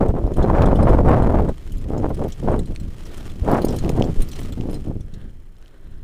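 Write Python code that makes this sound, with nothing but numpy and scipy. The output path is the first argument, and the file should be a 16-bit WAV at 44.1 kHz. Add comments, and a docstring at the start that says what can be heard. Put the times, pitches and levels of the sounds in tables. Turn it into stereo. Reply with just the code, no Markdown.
"""Bumpy grass trail onto a dirt road: a mountain bike, heard from a microphone on the rider's chest.
Gusts carry eddies past the microphone as warped noise; vortices pop and bumps jolt it.
Chain and cables clatter on the frame as noise bursts with ringing modes; stones tick off as short tones.
Tyres crunch grit as clumped grains, scrub and slide as filtered noise, then roll more smoothly on the
packed road; the freewheel ticks faintly throughout, slowing near the end."""
import sys
import numpy as np
from scipy import signal
from scipy.fft import rfft, irfft, next_fast_len
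from scipy.io import wavfile
from scipy.ndimage import uniform_filter1d, map_coordinates

SR = 44100
rng = np.random.default_rng(int(sys.argv[2]) if len(sys.argv) > 2 else 0)


def dump_mix(stems):
    """Bounce the given channels to the path in sys.argv[1] as a 16-bit WAV at rate SR."""
    frames = np.atleast_2d(stems).T  # one column per channel
    limited = np.clip(frames, -1, 1)  # hard clip at full scale
    pcm = np.round(limited * 32767).astype(np.int16)
    wavfile.write(sys.argv[1], SR, pcm)


N = 266011
TIME = np.arange(N) / SR
EDGE_HZ = 15550
# tyre work through grass and grit: [t/s, relative level/dB]
GROUND_ROUGHNESS = [(0.2, -64.5), (0.4, -60.5), (1.1, -61.5), (1.8, -61.5), (1.95, -60.5), (2.3, -57),
                    (2.5, -60), (2.8, -62), (3.2, -54.5), (3.4, -57.5), (3.55, -52), (4.15, -56),
                    (4.4, -51.5), (4.62, -59.5), (4.8, -57), (5.0, -65.5), (5.2, -65.5), (5.4, -68.5)]


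def amp(db):
    """Amplitude factor of a level in dB."""
    return 10 ** (np.asarray(db) / 20)


def unit(x):
    """Scales to rms 1."""
    return x / np.sqrt(np.mean(x ** 2) + 1e-20)


def curve(rows, axis=1):
    """One column of a table, joined by straight lines in time."""
    rows = np.asarray(rows)
    return np.interp(TIME, rows[:, 0], rows[:, axis])


def colour(x, points):
    """Filters x by a spectrum drawn in dB on a log-frequency axis."""
    hz, db = np.transpose(points)
    size = next_fast_len(len(x) + 4096)
    f = np.fft.rfftfreq(size, 1 / SR)
    gain = amp(np.interp(np.log(f + 1), np.log(hz), db))
    return irfft(rfft(x, size) * gain, size)[:len(x)]


def wander(per_s, size=N):
    """Bounded random line of rms 1 with per_s new knots a second."""
    knots = np.clip(rng.standard_normal(16384), -2, 2)
    position = np.arange(size) * per_s / SR
    return unit(map_coordinates(knots, [position], order=1, mode="wrap"))


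def steady(x, seconds):
    """Evens out the slow level of x, keeping its quick detail."""
    power = abs(uniform_filter1d(x ** 2, max(int(seconds * SR), 8)))
    return x / np.sqrt(power + 1e-12)


def add(mix, s, sound):
    """Adds sound into mix from s seconds on."""
    part = mix[max(round(s * SR), 0):][:len(sound)]
    part += sound[:len(part)]


def swell(start, rise, hold, release):
    """Power, 0 to 1, of something that builds smoothly, holds and dies away."""
    end = start + rise + hold + release
    ramp = np.minimum((TIME - start) / max(rise, .002), (end - TIME) / max(release, .002))
    return np.sin(np.pi / 2 * np.clip(ramp, 0, 1)) ** 4


def frame_ring(x, ring_db):
    """A blow is heard directly and through the short metallic modes of the bike."""
    # ringing of frame and drive: [f/Hz, width/Hz, relative level/dB]
    modes = [(3206, 230, 1.5), (4110, 35, 4), (5040, 50, 7), (5490, 56, 3), (5800, 57, -26),
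             (6470, 99, -12), (7460, 45, -6), (9100, 48, -10), (8850, 78, 0), (9700, 120, -9.5),
             (11050, 95, -8), (11550, 72, -21), (12680, 90, -13)]
    t = np.arange(4096) / SR
    ring = np.zeros(len(t))
    for hz, width_hz, db in modes:
        decay = np.sqrt(width_hz) * np.exp(-np.pi * width_hz * t)
        ring += amp(db) * decay * np.sin(2 * np.pi * (hz * t + rng.random()))
    return x + amp(ring_db) * signal.fftconvolve(x, ring / np.linalg.norm(ring))[:len(x)]


def airflow(draught_db=0.0, draught_fineness=1.03, calm_rumble_db=-8.0, rumble_slope=0.64):
    """Gusts add in power to the draught; gives roar/dB, rumble/dB and fineness of the eddies."""
    # steady draught between gusts: [t/s, level/dB]
    draught = [(0, -51), (3.05, -49), (3.4, -42.5), (4.3, -41.5), (5.0, -47), (5.4, -61), (5.75, -81),
               (5.88, -54.5), (6.03, -54)]
    # gusts: [start/s, rise/s, hold/s, release/s, roar/dB, rumble/dB, fineness as eddy pitch factor]
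    gusts = [(0.0, .007, 0.018, .16, -18, -21.5, 1), (0.121, 0.034, 0.15, 0.077, -25.5, -26.5, 1.21),
             (0.33, 0.073, 0.35, 0.064, -19.5, -18, 1.116), (0.555, 0.049, 0.051, .08, -20, -18.5, 0.95),
             (0.767, 0.037, .18, .1, -17.5, -15, 0.96), (0.831, 0.056, 0.022, 0.05, -22, -17, 0.97),
             (1.029, 0.039, .03, .12, -16.5, -15.5, 0.97), (1.0, 0.097, .3, 0.081, -19.5, -18, 1.015),
             (1.436, 0.024, .015, 0.07, -20.5, -23.5, 1.0), (1.63, .12, 0.064, .11, -38, -34, 1.18),
             (1.775, .235, .035, .16, -22.5, -27.5, 1.05), (2.132, 0.093, 0.031, 0.061, -23.5, -28.5, 1.04),
             (2.375, 0.077, 0.14, 0.092, -27, -25, 0.94), (2.446, 0.052, .012, .12, -19.5, -23.5, 1.077),
             (2.658, 0.038, 0.0051, 0.065, -35, -28, 1.66), (2.759, 0.054, 0.037, .08, -37.5, -31.5, 1.16),
             (3.396, .085, 0.01998, 0.045, -25, -30, 1.22), (3.442, 0.068, 0.042, .12, -17, -30, 1.14),
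             (3.6, .045, .07, .14, -24, -27, 1.033), (3.8, .045, .05, .13, -24, -23.5, .92),
             (3.9, 0.071, .02, 0.24, -21.5, -26, .87), (4.117, 0.083, 0.0098, 0.065, -32.5, -31, 1.16),
             (4.368, 0.058, 0.0049, 0.053, -33, -32.5, 1.26), (4.462, .05, 0.0054, 0.046, -34, -28.5, 1.23),
             (4.552, 0.039, .12, .16, -28.5, -32.5, 1.0), (4.799, 0.085, 0.0099, .24, -30, -38.5, .95),
             (5.093, .11, 0.036, 0.1, -39.5, -47, 1.05)]
    calm_db = curve(draught) + draught_db
    roar = amp(calm_db) ** 2
    low = amp(calm_rumble_db + rumble_slope * calm_db) ** 2
    fine = draught_fineness * roar
    for start, rise, hold, release, roar_db, rumble_db, fineness in gusts:
        gust = swell(start, rise, hold, release)
        gust_roar = gust * amp(roar_db) ** 2
        roar = roar + gust_roar
        fine = fine + gust_roar * fineness
        # large eddies come sooner and linger longer than the roar
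        low = low + np.sqrt(gust) * amp(rumble_db) ** 2
    return 10 * np.log10(roar), 10 * np.log10(low), fine / roar


def sway(rumble_db, level_db=-9.0, slope=0.57):
    """Deep, slow heaving of the air as the rider is shaken; it grows with the rumble, but less."""
    # [f/Hz, relative density/dB]
    spectrum = [(2, -28), (6, -1), (12, 2.5), (22, 10), (38, -10), (60, -9), (120, -26), (400, -84),
                (1500, -110)]
    heave = steady(colour(rng.standard_normal(N), spectrum), 0.135)
    return amp(slope * rumble_db + level_db) * heave


def rumble(rumble_db, level_db=0.0):
    """Large eddies shed by the arms and handlebar thud against the microphone."""
    # [f/Hz, relative density/dB]
    spectrum = [(15, -40), (40, -2.5), (75, -2), (115, -5.5), (160, -9), (260, -16.5), (600, -34),
                (1500, -101)]
    return amp(rumble_db + level_db) * steady(colour(rng.standard_normal(N), spectrum), 0.0755)


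def wind(gust_db, fineness, level_db=0.0, full_db=-16, db_per_octave=12.0, vortices_per_s=330,
         lumpy_db=2.0, lumps_per_s=170, flutter_octaves=.16, flutters_per_s=70,
         early_share=0.59, late_share=0.7, buffet_db=0.59, buffets_per_s=35):
    """A field of eddies passes the microphone: faster air is louder and brighter; rates are at speed 1."""
    # eddies at speed 1: [f/Hz, relative density/dB]
    eddies = [(30, -57), (100, -6), (220, -0.5), (600, -3), (950, -9), (1400, -18.5), (2100, -30),
              (3200, -41.5), (6000, -53), (14000, -59.5)]
    size = 2 * N
    air_db = gust_db + buffet_db * wander(buffets_per_s)
    flutter = 2 ** (flutter_octaves * wander(flutters_per_s))
    air_speed = np.clip(2 ** ((air_db - full_db) / db_per_octave), .27, 1.25)
    position = np.cumsum(air_speed * fineness * flutter)
    # each vortex core is a brief dip of pressure, amid a lumpy wash of smaller eddies
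    cores = -1.0 * (rng.random(size) < vortices_per_s / SR) * np.sqrt(rng.exponential(1, size))
    wash = rng.standard_normal(size) * amp(lumpy_db * wander(lumps_per_s, size=size))

    def carry(field):
        """Reads the coloured field at the position the air has reached."""
        return map_coordinates(colour(unit(field - field.mean()), eddies), [position], order=3, mode="wrap")

    # cores gain on the wash after the early gusts
    share = np.clip(np.interp(TIME, [1.4, 1.9], [early_share, late_share]), 0, 1)
    passing = (np.sqrt(share) * carry(cores) + np.sqrt(1 - share) * carry(wash)) * flutter
    return amp(air_db + level_db) * steady(passing, 0.074)


def pops(level_db=-2.0, rim=3.4):
    """A strong vortex sucks sharply at the microphone, inside a wider rim of raised pressure."""
    # strongest vortices: [t/s, relative peak/dB, half length/s]
    vortices = [(0.014, -4.5, 0.00044), (0.141, -8.5, 0.00036), (0.277, -10.5, 0.00033),
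                (0.444, -2, 0.00032), (0.608, -3.5, 0.0011), (0.7308, 1, 0.00029), (1.0136, -4, 0.00047),
                (1.0751, -1, 0.00041), (1.397, -2.5, 0.00034), (2.004, -14, 0.0005), (2.2165, -8, 0.00037),
                (2.271, -10.5, 0.00046), (2.4887, -17, 0.0004), (2.595, -12.5, 0.00047),
                (2.709, -20, 0.00097), (3.4878, -2, 0.00028), (3.5347, -4, 0.0006), (3.6469, -1.5, 0.00044),
                (3.8403, -10.5, 0.00038), (3.997, -6, 0.00079), (4.0113, 0, 0.00035), (4.0994, -8, 0.00085),
                (4.602, -11, 0.00079), (4.875, -14, 0.00088), (4.899, -10.5, 0.0014), (5.135, -27, 0.0011),
                (5.175, -24.5, 0.0011)]
    out, t = np.zeros(N), np.arange(-512, 512) / SR
    for s, db, half in vortices:
        u = t / half
        core = np.exp(-u ** 2 / 2)
        raised = np.exp(-(u / rim) ** 2 / 2) / rim
        add(out, s + t[0], amp(db + level_db) * (raised - core) / (1 - 1 / rim))
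    return out


def jolts(level_db=-8.0):
    """Each bump pulls the pressure down and pushes it back up."""
    # bumps: [t/s, relative peak/dB, half length/s]
    bumps = [(0.095, 0, 0.0028), (0.247, -1, 0.0049), (0.411, -4, 0.0033), (1.13, -11, 0.00068),
             (1.753, -9, 0.0076), (2.82, -15, 0.0037), (3.424, -3.5, 0.0029), (3.761, -14, 0.0033),
             (4.2, 1, .01), (4.731, -16, 0.0022), (5.048, -20, 0.0041), (5.285, -19, 0.0053)]
    out = np.zeros(N)
    for s, db, half in bumps:
        u = (TIME - s) / half
        out += amp(db + level_db) * u * np.exp((1 - u ** 2) / 2)
    return out


def freewheel(level_db=-74, uneven_db=3, t60_s=.026, ring_db=-1):
    """Pawls drop faintly over the ratchet, slowing a little as the bike coasts onto the road."""
    drops_per_s = np.interp(TIME, [4.8, 5.5, 6.0], [33.4, 32.3, 29])
    count = np.cumsum(drops_per_s) / SR
    drops = np.diff(np.floor(count), prepend=0) * amp(uneven_db * rng.standard_normal(N))
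    t = np.arange(1024) / SR
    clicks = signal.fftconvolve(drops, amp(-60 * t / t60_s))[:N] * rng.standard_normal(N)
    spectrum = [(1500, -10), (4000, -10), (7000, -13), (10000, -4), (12000, -5), (15000, -10)]
    return amp(level_db) * unit(colour(frame_ring(clicks, ring_db=ring_db), spectrum))


def rolling(level_db=-52):
    """The low, even drone of the turning tyres, as filtered noise."""
    # [f/Hz, relative density/dB]
    spectrum = [(40, 16), (90, -24), (160, -31), (250, -17), (350, 2.5), (450, -11), (600, -10), (900, -16),
                (2000, -18.5), (4000, -45), (6000, -55), (15000, -30)]
    return amp(level_db) * unit(colour(rng.standard_normal(N), spectrum))


def stones(level_db=-5.0, t60_s=0.0062):
    """A stone flicked at the bike gives one dry tick: a few cycles of its own pitch and a snap."""
    # stones: [t/s, relative peak/dB, f/Hz, noise snap per unit of tone]
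    hits = [(0.62, -18, 2620, 0.83), (2.7601, -20.5, 4340, 2.54), (3.846, -22, 2588, 1.01),
            (3.892, -15.5, 2570, 1.8), (4.022, -9, 3086, 0.87), (4.6094, -24, 2822, 1.14),
            (5.566, -41.5, 3890, 2.1), (5.6244, -39, 2520, 2.4), (5.659, -36, 3000, 0.84),
            (5.679, -41, 3780, 2.1)]
    spectrum = [(500, -10), (2500, 0.0), (6000, -1.5), (9000, -12), (15000, -35)]
    out, t = np.zeros(N), np.arange(2048) / SR
    envelope = amp(-60 * t / t60_s) * (1 - np.exp(-t / 0.00023))
    for s, db, hz, snap in hits:
        tick = (np.sin(2 * np.pi * hz * t) + snap * rng.standard_normal(len(t))) * envelope
        tick = colour(tick, spectrum)
        add(out, s + 0.000963, amp(db + level_db) * tick / abs(tick).max())
    return out


def clack(bright_db, t60_s=0.047, links_per_s=2500, rise_s=0.00083, hiss=0.47, spot_db=7.0):
    """Chain links land in a quick, dying clatter that rings the frame."""
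    # [f/Hz, relative density/dB]
    spectrum = [(400, -15), (1500, -15), (2400, -6.5), (3400, 6), (5000, -2.5), (7000, 1.5), (10000, -3),
                (12000, -10.5), (15500, -6.5)]
    t = np.arange(4096) / SR
    links = rng.standard_normal(len(t)) * (hiss + (rng.random(len(t)) < links_per_s / SR))
    blow = links * amp(-60 * t / t60_s) * (1 - np.exp(-t / rise_s))
    # each blow lands on another spot, which favours some bands over others
    spot = np.transpose([np.geomspace(2000, 15000, num=16), spot_db * rng.standard_normal(16)])
    sound = colour(frame_ring(blow, ring_db=-8.5), spectrum)
    sound = colour(sound, spot)
    sound = colour(sound, [(3500, 0), (11000, bright_db)])
    return sound / np.sqrt(np.mean(sound[:256] ** 2))


def rattle(count=18, over_grit_db=6.5, spread_db=0.5, bright_db=1.0, tone_spread_db=6, trail_end_s=4.8):
    """Small bumps keep the chain rattling all down the trail, louder where the ground is rough."""
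    out, grit_db = np.zeros(N), curve(GROUND_ROUGHNESS)
    times = (np.arange(count) + rng.random(count)) * trail_end_s / count
    for s, (force, tone) in zip(times, rng.uniform(-0.9, 1, (count, 2))):
        db = np.interp(s, TIME, grit_db) + over_grit_db + spread_db * force
        add(out, s, amp(db) * clack(bright_db + tone_spread_db * tone))
    return out


def clacks(level_db=-5.0):
    """Big bumps throw chain and cables hard against the frame."""
    # hardest slaps: [t/s, relative level/dB, treble tilt/dB]
    slaps = [(0.0828, -43.5, -7), (0.337, -44, 8), (0.367, -39.5, 6), (0.4259, -36.5, -8),
             (0.6205, -35.5, -2), (0.6576, -36, 2), (0.7555, -37, 0.0), (0.827, -39, -1),
             (0.8903, -39.5, 2), (1.089, -42.5, 15), (1.223, -43.5, -8), (1.487, -44, -6),
             (1.719, -41.5, 3), (1.7804, -47, 3), (1.9782, -41.5, 0.0), (2.143, -43, 12), (2.2819, -43, -2),
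             (2.321, -36.5, -8), (2.591, -35, 2), (2.657, -45, 8), (2.799, -42.5, 3), (3.0638, -45, 9),
             (3.1736, -42.5, 16), (3.5125, -32, 9), (3.6173, -33.5, 0), (3.6483, -28, 9),
             (3.683, -32.5, -5), (3.7049, -39.5, 7), (3.7616, -35, 8), (3.7851, -32.5, -11),
             (3.8919, -33, 5), (4.039, -38, -5), (4.2058, -36, 4), (4.2194, -31, 8), (4.2865, -37.5, 11),
             (4.3148, -37, -3), (4.3304, -38, -6), (4.402, -35.5, 6), (4.4293, -40.5, 5),
             (4.5218, -38.5, -5), (4.709, -42, 14), (4.7412, -38.5, 8), (5.006, -47.5, 2),
             (5.138, -43.5, 1)]
    out = np.zeros(N)
    for s, db, bright_db in slaps:
        add(out, s, amp(db + level_db) * clack(bright_db))
    return out


def steering(level_db=0.0, clump_db=2.5, clumps_per_s=110):
    """Leant into a turn, the tyres slide a little and hiss softly on the dirt."""
    # slides: [start/s, rise/s, hold/s, release/s, level/dB]
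    slides = [(2.999, .15, 0.049, 0.15, -45.5), (3.55, 0.099, 0.073, .2, -51),
              (5.013, .17, 0.033, 0.15, -50.5), (5.58, 0.035, 0.46, .15, -57)]
    # rubber sliding sideways on dirt: [f/Hz, relative density/dB]
    spectrum = [(200, 15), (350, 14.5), (550, 9.5), (900, -1), (1250, 0), (1500, 6.5), (1900, 1),
                (2400, -12), (3100, -4), (4100, -6), (5000, -21.5), (12000, -25)]
    power = np.zeros(N)
    for start, rise, hold, release, db in slides:
        power += swell(start, rise, hold, release) * amp(db + level_db) ** 2
    hiss = rng.standard_normal(N) * amp(clump_db * wander(clumps_per_s))
    return np.sqrt(power) * unit(colour(hiss, spectrum))


def tyres(grit_db=5.5, scrub_db=10.5, grains_per_s=1300, spread_db=13.0, grain_db=5.0,
          clump_db=2.5, clumps_per_s=110):
    """Knobs crush grit in clumps of tiny cracks, over the softer scrub of rubber on dirt."""
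    # both: [f/Hz, relative density/dB]
    grit_spectrum = [(300, 17), (900, 4.5), (1600, 4.5), (2400, 2), (3300, 1.5), (5000, -12.5), (7000, -3),
                     (8000, -4), (9600, -2), (11500, -19.5), (15000, -29)]
    scrub_spectrum = [(200, 3), (340, 23), (500, 12.5), (700, 8.5), (950, 3), (1250, 7.5), (1550, 1),
                      (1850, 3.5), (2300, 1.5), (3100, 1), (4100, -2), (5000, -3.5), (12000, -12)]
    sizes = amp(spread_db * np.minimum(rng.exponential(1, N), 3.6)) * rng.choice([-1, 1], N)
    grains = unit(sizes * (rng.random(N) < grains_per_s / SR))
    # the packed road is smoother than the trail
    rough = np.interp(TIME, [4.8, 5.3], [1, .45])
    clumps = amp(clump_db * rough * wander(clumps_per_s))
    cracks = amp(grain_db) * rough * grains + rng.standard_normal(N)
    crunch = frame_ring(steady(cracks, 0.31) * clumps, ring_db=-7.0)
    work_db = curve(GROUND_ROUGHNESS)
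    grit = amp(work_db + grit_db) * unit(colour(crunch, grit_spectrum))
    rubbing = (rng.standard_normal(N) + .5 * rough * grains[::-1]) * clumps
    scrub = amp(work_db + scrub_db) * unit(colour(rubbing, scrub_spectrum))
    # scrub against grit: weaker on grass, full on loose dirt, weakest on the packed road
    loose = np.interp(TIME, [2.55, 2.95, 4.6, 4.9], [0.83, 1, 0.93, 0.44])
    return grit + loose * scrub


def scene():
    """Everything reaches one microphone, so both channels are alike."""
    gust_db, rumble_db, fineness = airflow()
    air = wind(gust_db, fineness) + pops() + rumble(rumble_db) + sway(rumble_db) + jolts()
    bike = tyres() + steering() + rolling() + clacks() + rattle() + stones() + freewheel()
    return np.array([air + bike, air + bike])


def record(dry):
    """The strongest peaks are softly squashed; then a low-pass sets the band limit."""
    squashed = dry / (1 + (dry / .92) ** 6) ** (1 / 6)
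    lowpass = signal.firwin(511, EDGE_HZ, window=("kaiser", 9), fs=SR)
    return signal.oaconvolve(squashed, lowpass[None], "same")


dry = scene()
out = record(dry)
dump_mix(out)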